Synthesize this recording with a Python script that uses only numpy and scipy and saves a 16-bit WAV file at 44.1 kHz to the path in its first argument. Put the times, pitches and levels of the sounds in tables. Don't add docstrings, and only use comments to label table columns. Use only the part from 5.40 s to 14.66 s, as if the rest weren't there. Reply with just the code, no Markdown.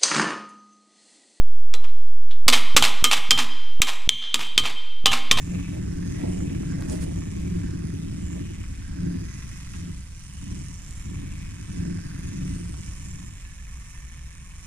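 import sys
import numpy as np
from scipy import signal
from scipy.fft import rfft, irfft, next_fast_len
from scipy.io import wavfile
from scipy.ndimage import uniform_filter1d

SR = 44100
rng = np.random.default_rng(int(sys.argv[2]) if len(sys.argv) > 2 else 0)


def dump(signal):
    limited = np.clip(np.atleast_2d(signal).T, -1, 1)
    pcm = np.round(limited * 32767).astype(np.int16)
    wavfile.write(sys.argv[1], SR, pcm)


N = 408366
TIME, FREQ = np.arange(N) / SR, np.maximum(np.fft.rfftfreq(N, 1 / SR), 1)


def undb(db):
    return np.exp(np.asarray(db) * (np.log(10) / 20))

def unit(x):
    return x / np.std(np.atleast_2d(x).mean(axis=0))

def over_time(rows):
    return np.interp(TIME, *np.transpose(rows))

def over_pitch(rows):
    hz, *columns = np.transpose(rows)
    return [np.interp(np.log(FREQ), np.log(hz), c) for c in columns]

def shape(x, response):
    size = next_fast_len(N + SR // 2, True)
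    gains = np.interp(np.fft.rfftfreq(size, 1 / SR), FREQ, response)
    return irfft(rfft(x, size) * gains, size)[..., :N]

def colour(x, rows):
    return shape(x, undb(over_pitch(rows)[0]))

def walk(rate):
    corners = np.cumsum(rng.uniform(.5, 1.5, 2000)) / rate
    return 1.2 * np.interp(TIME, corners, rng.standard_normal(len(corners)))

def noise_pair(alike):
    return np.sqrt(alike) * rng.standard_normal(N) + np.sqrt(1 - alike) * rng.standard_normal((2, N))

def swells(rows):
    return sum(undb(db) * np.exp(-((TIME - s) / half) ** 2) for s, half, db in rows)

def blows(times, sizes, rise_s, decay_s):
    train = np.zeros(N)
    np.add.at(train, np.clip((times * SR).astype(int), 0, N - 1), sizes)
    t = TIME[:SR // 10]
    swell = (1 - np.exp(-t / rise_s)) ** 2 * np.exp(-t / decay_s)
    return signal.oaconvolve(train, swell / swell.max())[:N]

def cracks(rows, tone, decay_s, gain_db):
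    times, db = np.transpose(rows)
    return unit(colour(noise_pair(.5), tone)) * blows(times, undb(db + gain_db), .00012, decay_s)


# (time [s], angle [turns])
SPIN = [(0.0, 0.59), (0.25, 0.76), (0.75, 1.29), (1.25, 1.94), (1.75, 2.54), (2.25, 2.99), (2.75, 3.47),
        (3.15, 3.83), (3.55, 4.03), (3.85, 4.21), (4.25, 4.37), (5.0, 4.49), (5.75, 4.67), (6.25, 4.91),
        (7.25, 5.42), (7.5, 5.55), (8.0, 5.67), (9.26, 5.69)]
def spin():
    return over_time(SPIN)

# (middle [s], half length [s], relative level [dB])
LURCHES = [(.15, 0.06, -.5), (.86, .1, -31), (1.53, 0.019, -18), (2.18, 0.16, -6), (2.98, 0.031, -9),
           (3.7, 0.12, 1), (4.44, 0.11, -6), (5.14, .12, -6.5), (5.78, 0.11, -7), (6.46, 0.11, -.5),
           (7.04, 0.2, -6), (7.76, 0.12, -15.5)]
def lurches():
    return swells(LURCHES)

def judder_strength():
    speed_power, standing_db = 1.89, -32
    speed = uniform_filter1d(np.gradient(spin()) * SR, size=SR // 4)
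    return np.hypot(np.abs(speed) ** speed_power, undb(standing_db)) + lurches()

# (time [s], pace [ticks per second])
PACE = [(0, 172), (.9, 175), (1.5, 170), (2.5, 167), (3.2, 169), (3.7, 175), (4.3, 175), (5.4, 181),
        (6.7, 173), (8.2, 181), (8.8, 172)]
def governor():
    stroke_s, first_free_s, speedup = .687, .13, .027
    stroke = np.cos(2 * np.pi * (TIME - first_free_s) / stroke_s)
    flutter = .012 * walk(30)
    return np.cumsum(over_time(PACE) * (1 + speedup * stroke + flutter)) / SR

def chattering(ticks, sizes, rise_s, decay_s, buzz):
    chatter = buzz * (1 + .3 * judder_strength()) + blows(ticks, sizes, rise_s, decay_s)
    return chatter / np.sqrt(uniform_filter1d(chatter ** 2, size=SR // 4))

# (middle [s], half length [s], pitch [Hz], boost [dB])
SINGS = [(.19, .12, 2540, 6.5), (.72, .06, 6400, 4.5), (.72, .08, 4880, 4), (.77, .08, 2020, 5),
         (1, .05, 7270, 4), (1.1, .09, 2540, 4), (1.1, .12, 2940, 3), (1.3, .08, 6400, 4),
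         (1.33, .1, 1600, 3), (2.87, .09, 7200, 4), (3.05, .16, 2940, 5), (3.6, .12, 1610, 3.5),
         (3.72, .2, 4900, 4), (3.92, .1, 6480, 4.5), (5, .2, 2950, 4), (6.35, .2, 8700, 5),
         (6.6, .15, 4880, 4), (6.9, .08, 6700, 3.5), (7.18, .13, 8700, 10.5), (7.5, .15, 8700, 4),
         (8.6, .6, 1770, 1.5), (9.05, .25, 9000, 4)]
def singing(hz):
    reach = .035
    return sum(db * np.exp(-((pitch / hz - 1) / reach) ** 2 - ((TIME - s) / half) ** 2)
               for s, half, pitch, db in SINGS if abs(pitch / hz - 1) < 2 * reach)

def ring(chatter, tones, alike, wander_db, beam_focus):
    angle, grit, out = spin(), noise_pair(alike), 0
    for hz, width, left_db, right_db, *beams in tones:
        b, a = signal.iirpeak(hz, hz / width, fs=SR)
        drive = chatter * np.roll(grit, rng.integers(N), axis=1)
        rung = signal.lfilter(np.convolve(b, b), np.convolve(a, a), drive)
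        beam_db = sum(db * np.exp(beam_focus * (np.cos(2 * np.pi * (angle - facing)) - 1))
                      for facing, db in zip(beams[::2], beams[1::2]))
        gain = undb(beam_db + singing(hz) + wander_db * walk(7))
        out = out + rung * gain * undb([[left_db], [right_db]])
    left, right = out
    return unit(np.array([left, np.roll(right, 4)]))

# (pitch [Hz], width [Hz], left level [dB], right level [dB]),
# then for each beam (angle [turns], boost [dB]); a negative boost is a shadow
SHELL_TONES = [(1094, 456, -7.5, -6, .66, 2, .32, -1), (1372, 290, -9, -4.5, .73, -4.5, .53, -2.5),
               (1590, 200, -9, -2, .06, 6, .62, -6), (1765, 230, -9.5, .5, .24, 2, .65, 2.5, .44, -4.5),
               (1994, 320, -8.5, -2.5, .34, 2.5, .19, 2), (2250, 330, -6, -7, .77, 5, .59, 4, .87, 2.5),
               (2544, 350, -4, -6, .77, 3, .24, 2.5), (2944, 420, -9.5, -6.5, .51, 3.5, .19, -6),
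               (3510, 1070, -9.5, -8.5, .06, -4, .53, -1)]
# (time [s], relative level [dB])
RATTLE_LEVEL = [(0.0, -1), (0.25, 2.3), (0.5, -0.4), (0.8, 4.5), (1.05, 0.5), (1.4, 3), (1.8, 1),
                (2.7, 0.5), (3.4, -0.2), (3.9, 0.4), (4.35, 1.9), (4.75, -4.5), (5.1, 1), (5.45, -2.2),
                (5.75, 0.4), (6.8, 2.5), (8.1, -1.8), (9.26, -2.5)]
# (time [s], level against the usual rattle [dB])
CLACKS = [(.145, 4), (.191, 4), (.626, 3), (1.095, 7), (1.148, 3), (1.819, 4), (2.239, 3), (2.271, 3),
          (3.237, 3), (3.416, 2.5), (3.883, 4), (4.023, 4.5), (4.336, 6), (6.401, 3), (7.078, 3),
          (7.432, 4), (7.826, 3.5), (8.05, 3.5)]
def shell_rattle(ticks, sizes):
    times, db = np.transpose(CLACKS)
    clacks = blows(times - .001, undb(db), rise_s=.001, decay_s=.002)
    chatter = chattering(ticks, sizes, rise_s=.0003, decay_s=.0011, buzz=.24)
    shell = ring(chatter + clacks, SHELL_TONES, alike=.7, wander_db=.7, beam_focus=3.5)
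    return shell * undb(over_time(RATTLE_LEVEL) - 55)

# (angle [turns], boost [dB])
PLATE_TONES = [(4266, 720, -13, -7.5, .65, -9, .86, -7, .04, 1.5), (4880, 430, -7, -3.5, .64, -9, .18, 3.5),
               (5330, 560, -5, -1.5, .04, 4, .7, -1.5, .26, 1.5),
               (5910, 900, -3.5, -1, .28, 3, .53, 2.5, .73, 1), (6430, 500, -7, -1.5, .25, 6),
               (6760, 460, -4, -1, .6, 4, .46, -2), (7270, 720, -8.5, .5, .608, 5, .16, -3, .35, -2),
               (7760, 850, -5, -6, .12, -5, .63, -2)]
TOOTH_TONES = [(8520, 620, -9, -3.5, .33, -1, .51, 3), (8850, 410, -7, 1, .35, -4, .12, -5, .99, 1),
               (9320, 750, -12.5, 0, .49, 2.5, .83, -3), (10100, 550, -23.5, -9, .43, 5, .89, 3, .23, 6),
               (10730, 2200, -27, -9.5, .04, -6.5, .49, -5.5, .24, -1.5),
               (12876, 4070, -21.5, -23.5, .71, -1, .04, -2.5)]
# (time [s], relative level [dB])
WHIRR_LEVEL = [(0.0, 1.9), (0.45, -0.5), (0.9, 2.5), (1.2, 0.9), (1.85, 1.2), (2.3, -1.1), (2.85, 0.6),
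               (3.55, -1.4), (4.3, 1.9), (4.75, -1.5), (5.05, 2), (5.6, 0.4), (6.1, 0.5), (7.1, 1.6),
               (7.7, 2.0), (8.15, -1.7), (8.5, -0.5), (8.9, -2.5), (9.26, -0.5)]
def gear_whirr(ticks, sizes):
    plate_chatter = chattering(ticks, sizes, rise_s=.00025, decay_s=.00055, buzz=.24)
    plates = ring(plate_chatter, PLATE_TONES, alike=.5, wander_db=.9, beam_focus=9)
    tooth_chatter = chattering(ticks, sizes, rise_s=.00027, decay_s=.00055, buzz=.26)
    teeth = ring(tooth_chatter, TOOTH_TONES, alike=.15, wander_db=.8, beam_focus=5)
    return (plates * undb(-57.5) + teeth * undb(-60)) * undb(over_time(WHIRR_LEVEL))

WHEEL_TEETH = [-4, -3.5, -1.7, -4.5, -1, -12, -19.5, -1]
def motor(tick_count):
    starts = np.flatnonzero(np.diff(np.floor(tick_count)))
    late, force, rattle = np.clip(rng.standard_normal((len(starts), 3)), -1.8, 1.8).T
    ticks = starts / SR + .0003 * late
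    tooth_db = np.resize(WHEEL_TEETH, len(starts))
    shell_sizes = undb(.4 * force + 1.1 * rattle + .7 * tooth_db)
    gear_sizes = undb(2.2 * force + .5 * tooth_db)
    return shell_rattle(ticks, shell_sizes) + gear_whirr(ticks, gear_sizes)

def judder(spread_db, per_second=750):
    jolts = (rng.random(N) < per_second / SR) * rng.choice([-1, 1], N)
    return jolts * undb(spread_db * rng.standard_normal(N))

# (pitch [Hz], width [Hz], level [dB])
TABLE_TONES = [(64.6, 17.7, 1.5), (82.1, 10.4, 5.5), (99.1, 9.5, 5.5), (142.6, 14.9, 1.5),
               (174.5, 7.2, 1.5), (198.2, 10.5, 1), (274.1, 27.8, -0.5), (293.7, 9.5, 1.5),
               (305.3, 30, -4.5), (354.3, 46, -5), (432, 53, -13.5), (436, 16, -24), (497, 8.4, -23),
               (620, 59, -34), (613, 5.8, -15.5), (724, 11, -25), (850, 14, -29)]
# (pitch [Hz], left lead [rad], left minus right [dB], unshared part [0-1])
TABLE_SIDES = [(56.3, -0.85, -2, 0.04), (153, 0.13, 1.5, 0), (226, -1.62, 0, 0.02), (313, -1.5, 1, 0.07),
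               (336.5, -2.5, -0.5, 0.09), (504, -2.5, -5, 0.24), (645, -2.5, -3, 0.49), (920, -3, -14, 0)]
# (from [Hz], to [Hz], level at judder 1 [dB], growth [dB per dB of judder])
JUDDER_BANDS = [(57.3, 161.6, -33, 0.43), (152.2, 234.6, -37.5, 0.66), (220, 445, -42, 0.99),
                (430, 906, -64.5, 0.8)]
# (middle [s], half length [s], level [dB])
SCUFFS = [(.16, 0.047, -52), (.36, 0.037, -52.5), (.85, 0.064, -45), (1.03, 0.11, -54),
          (1.42, 0.066, -53.5), (1.53, 0.028, -42.5), (1.67, 0.17, -53.5), (2.02, 0.028, -56),
          (2.97, 0.024, -54.5)]
SCUFF_BOOSTS = [-10, -19, 7, -0.5]
def tabletop(wheel_turns):
    tones = sum((-1) ** k * undb(db) / (1 + 1j * (FREQ / hz - hz / FREQ) * hz / width)
                for k, (hz, width, db) in enumerate(TABLE_TONES))
    lead, pan_db, apart = over_pitch(TABLE_SIDES)
    apart = np.clip(apart, 0, 1)
    sides = tones * undb(pan_db / 2) * np.exp(1j * lead), tones * undb(-pan_db / 2)
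    rocking = undb(3.8 * np.sin(2 * np.pi * wheel_turns) + 1.7 * np.sin(np.pi * wheel_turns))
    drive, scuff, out = judder_strength(), swells(SCUFFS), 0
    for (low, high, db, growth), scuff_db in zip(JUDDER_BANDS, SCUFF_BOOSTS):
        band = 1 / np.sqrt((1 + (low / FREQ) ** 20) * (1 + (FREQ / high) ** 20))
        shared = judder(spread_db=.54) * rocking
        thrum = np.array([shape(shared, band * side * np.sqrt(1 - apart))
                          + shape(judder(spread_db=1), band * side * np.sqrt(apart)) for side in sides])
        strength = np.sqrt(uniform_filter1d(np.mean(thrum ** 2, axis=0), size=SR // 7))
        gain = np.hypot(undb(db) * drive ** growth, undb(scuff_db) * scuff)
        out = out + unit(thrum / strength) * gain
    return out

# (rate [shakes per wheel turn], relative level [dB])
WHEEL_SHAKE = [(5, -13), (6, -17), (8, -2), (13, -18)]
def wheel_hum(wheel_turns):
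    tones = sum(undb(db + 2 * walk(10)) * np.sin(2 * np.pi * shakes * wheel_turns)
                for shakes, db in WHEEL_SHAKE)
    return tones * (judder_strength() * undb(-35) + lurches() ** 1.57 * undb(-30.3))

def room_echo(sound):
    fade_s = .048
    t, out = TIME[:SR // 3], 0
    for _ in range(4):
        tail = rng.standard_normal((2, len(t))) * undb(-60 * t / fade_s) * (t > .003)
        tail /= np.sqrt(np.sum(tail[0] ** 2))
        out = out + signal.oaconvolve(sound * walk(9), tail, axes=1)[:, :N] / 2
    return out * undb(-8)

# (frequency [Hz], relative level [dB])
RUMBLE_TONE = [(10, -2.5), (25, -1), (40, 2.5), (52, -2.5), (64, 6.5), (80, -26), (100, -16.5), (150, -35),
               (250, -24.5), (400, -36.5), (800, -41.5), (4000, -43), (15000, -60.5)]
# (time [s], level [dB])
RUMBLE_LEVEL = [(0, -33), (.5, -37.5), (1.2, -37), (1.7, -37), (5, -39), (7.6, -39), (8.2, -41),
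                (9.26, -40.5)]
def room_rumble():
    rumble = unit(colour(noise_pair(.98), RUMBLE_TONE))
    return rumble * undb(over_time(RUMBLE_LEVEL) + 1.2 * walk(8.9))

# (time [s], peak level [dB])
KNOCKS = [(.079, -24), (.127, -23), (.612, -25), (.702, -24), (.731, -24), (.84, -19), (1.104, -22),
          (1.353, -22), (1.514, -21), (1.643, -23), (1.763, -23), (2.052, -25), (2.126, -24), (2.494, -21),
          (3.742, -25), (5.72, -25), (6.452, -23), (6.793, -24), (7.163, -24)]
# (frequency [Hz], relative level [dB])
KNOCK_TONE = [(25, -25), (70, 0), (180, 0), (300, -7), (450, -26), (900, -50), (3000, -90)]
def heel_knocks():
    times, db = np.transpose(KNOCKS)
    drops = np.zeros(N)
    drops[(times * SR).astype(int)] = undb(db)
    peak = colour(signal.unit_impulse(N, N // 2), KNOCK_TONE).max()
    return -colour(drops, KNOCK_TONE) / peak

# (time [s], relative level [dB])
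SNAPS = [(.427, -37.5), (1.3135, -35.5), (1.4085, -34), (1.498, -26.5), (1.915, -37), (4.3685, -36),
         (4.606, -38), (4.836, -38), (5.1904, -38), (5.2848, -33.5), (5.3295, -37), (5.5085, -30.5),
         (5.991, -38), (7.111, -37), (7.41, -38), (8.928, -40)]
# (frequency [Hz], relative level [dB])
SNAP_TONE = [(500, -17), (2000, -31), (4200, 7), (7000, 19), (9500, 14), (12000, -26), (15500, -25)]
def gear_snaps():
    return cracks(SNAPS, SNAP_TONE, decay_s=.0008, gain_db=-5)

# (time [s], relative level [dB])
TAPS = [(0.816, -46), (0.86, -52), (1.003, -50), (1.231, -47), (1.33, -50), (1.423, -47), (2.952, -57),
        (6.586, -49.5), (7.254, -55), (7.341, -49.5), (7.52, -54)]
# (frequency [Hz], relative level [dB])
TAP_TONE = [(150, -10), (600, 2), (1700, 4), (4000, -14), (12000, -37)]
def boot_taps():
    return cracks(TAPS, TAP_TONE, decay_s=.0049, gain_db=3.5)

# (frequency [Hz], relative level [dB])
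CLICK_TONE = [(300, 14), (2000, 10), (5000, 2), (15000, -6)]
def click(time_s=1.4233):
    return colour(signal.unit_impulse(N, int(time_s * SR)), CLICK_TONE) * undb(-21.5)

# (middle [s], half length [s], level [dB])
SKIDS = [(1.53, 0.042, -44.5), (1.627, 0.018, -43.5)]
# (frequency [Hz], relative level [dB])
SKID_TONE = [(300, -20), (700, -3), (2000, 2), (3600, -5), (4800, 1), (6500, 0), (9500, 6), (11500, -12),
             (13500, -17), (15000, -10)]
def boot_skids():
    grit = noise_pair(.17) * undb(2 * walk(180))
    return unit(colour(grit, SKID_TONE) * undb([[-7], [0]])) * swells(SKIDS)

def scene():
    tick_count = governor()
    wheel_turns = tick_count / len(WHEEL_TEETH)
    toy = gear_snaps() + motor(tick_count) + boot_skids() + click() + boot_taps()
    echo = room_echo(toy)
    table = tabletop(wheel_turns) + heel_knocks() + wheel_hum(wheel_turns)
    return toy + echo + table + room_rumble()

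def record(dry):
    return signal.sosfilt(signal.ellip(10, .2, 80, 15500, fs=SR, output="sos"), dry)


dry = scene()
out = record(dry)
dump(out)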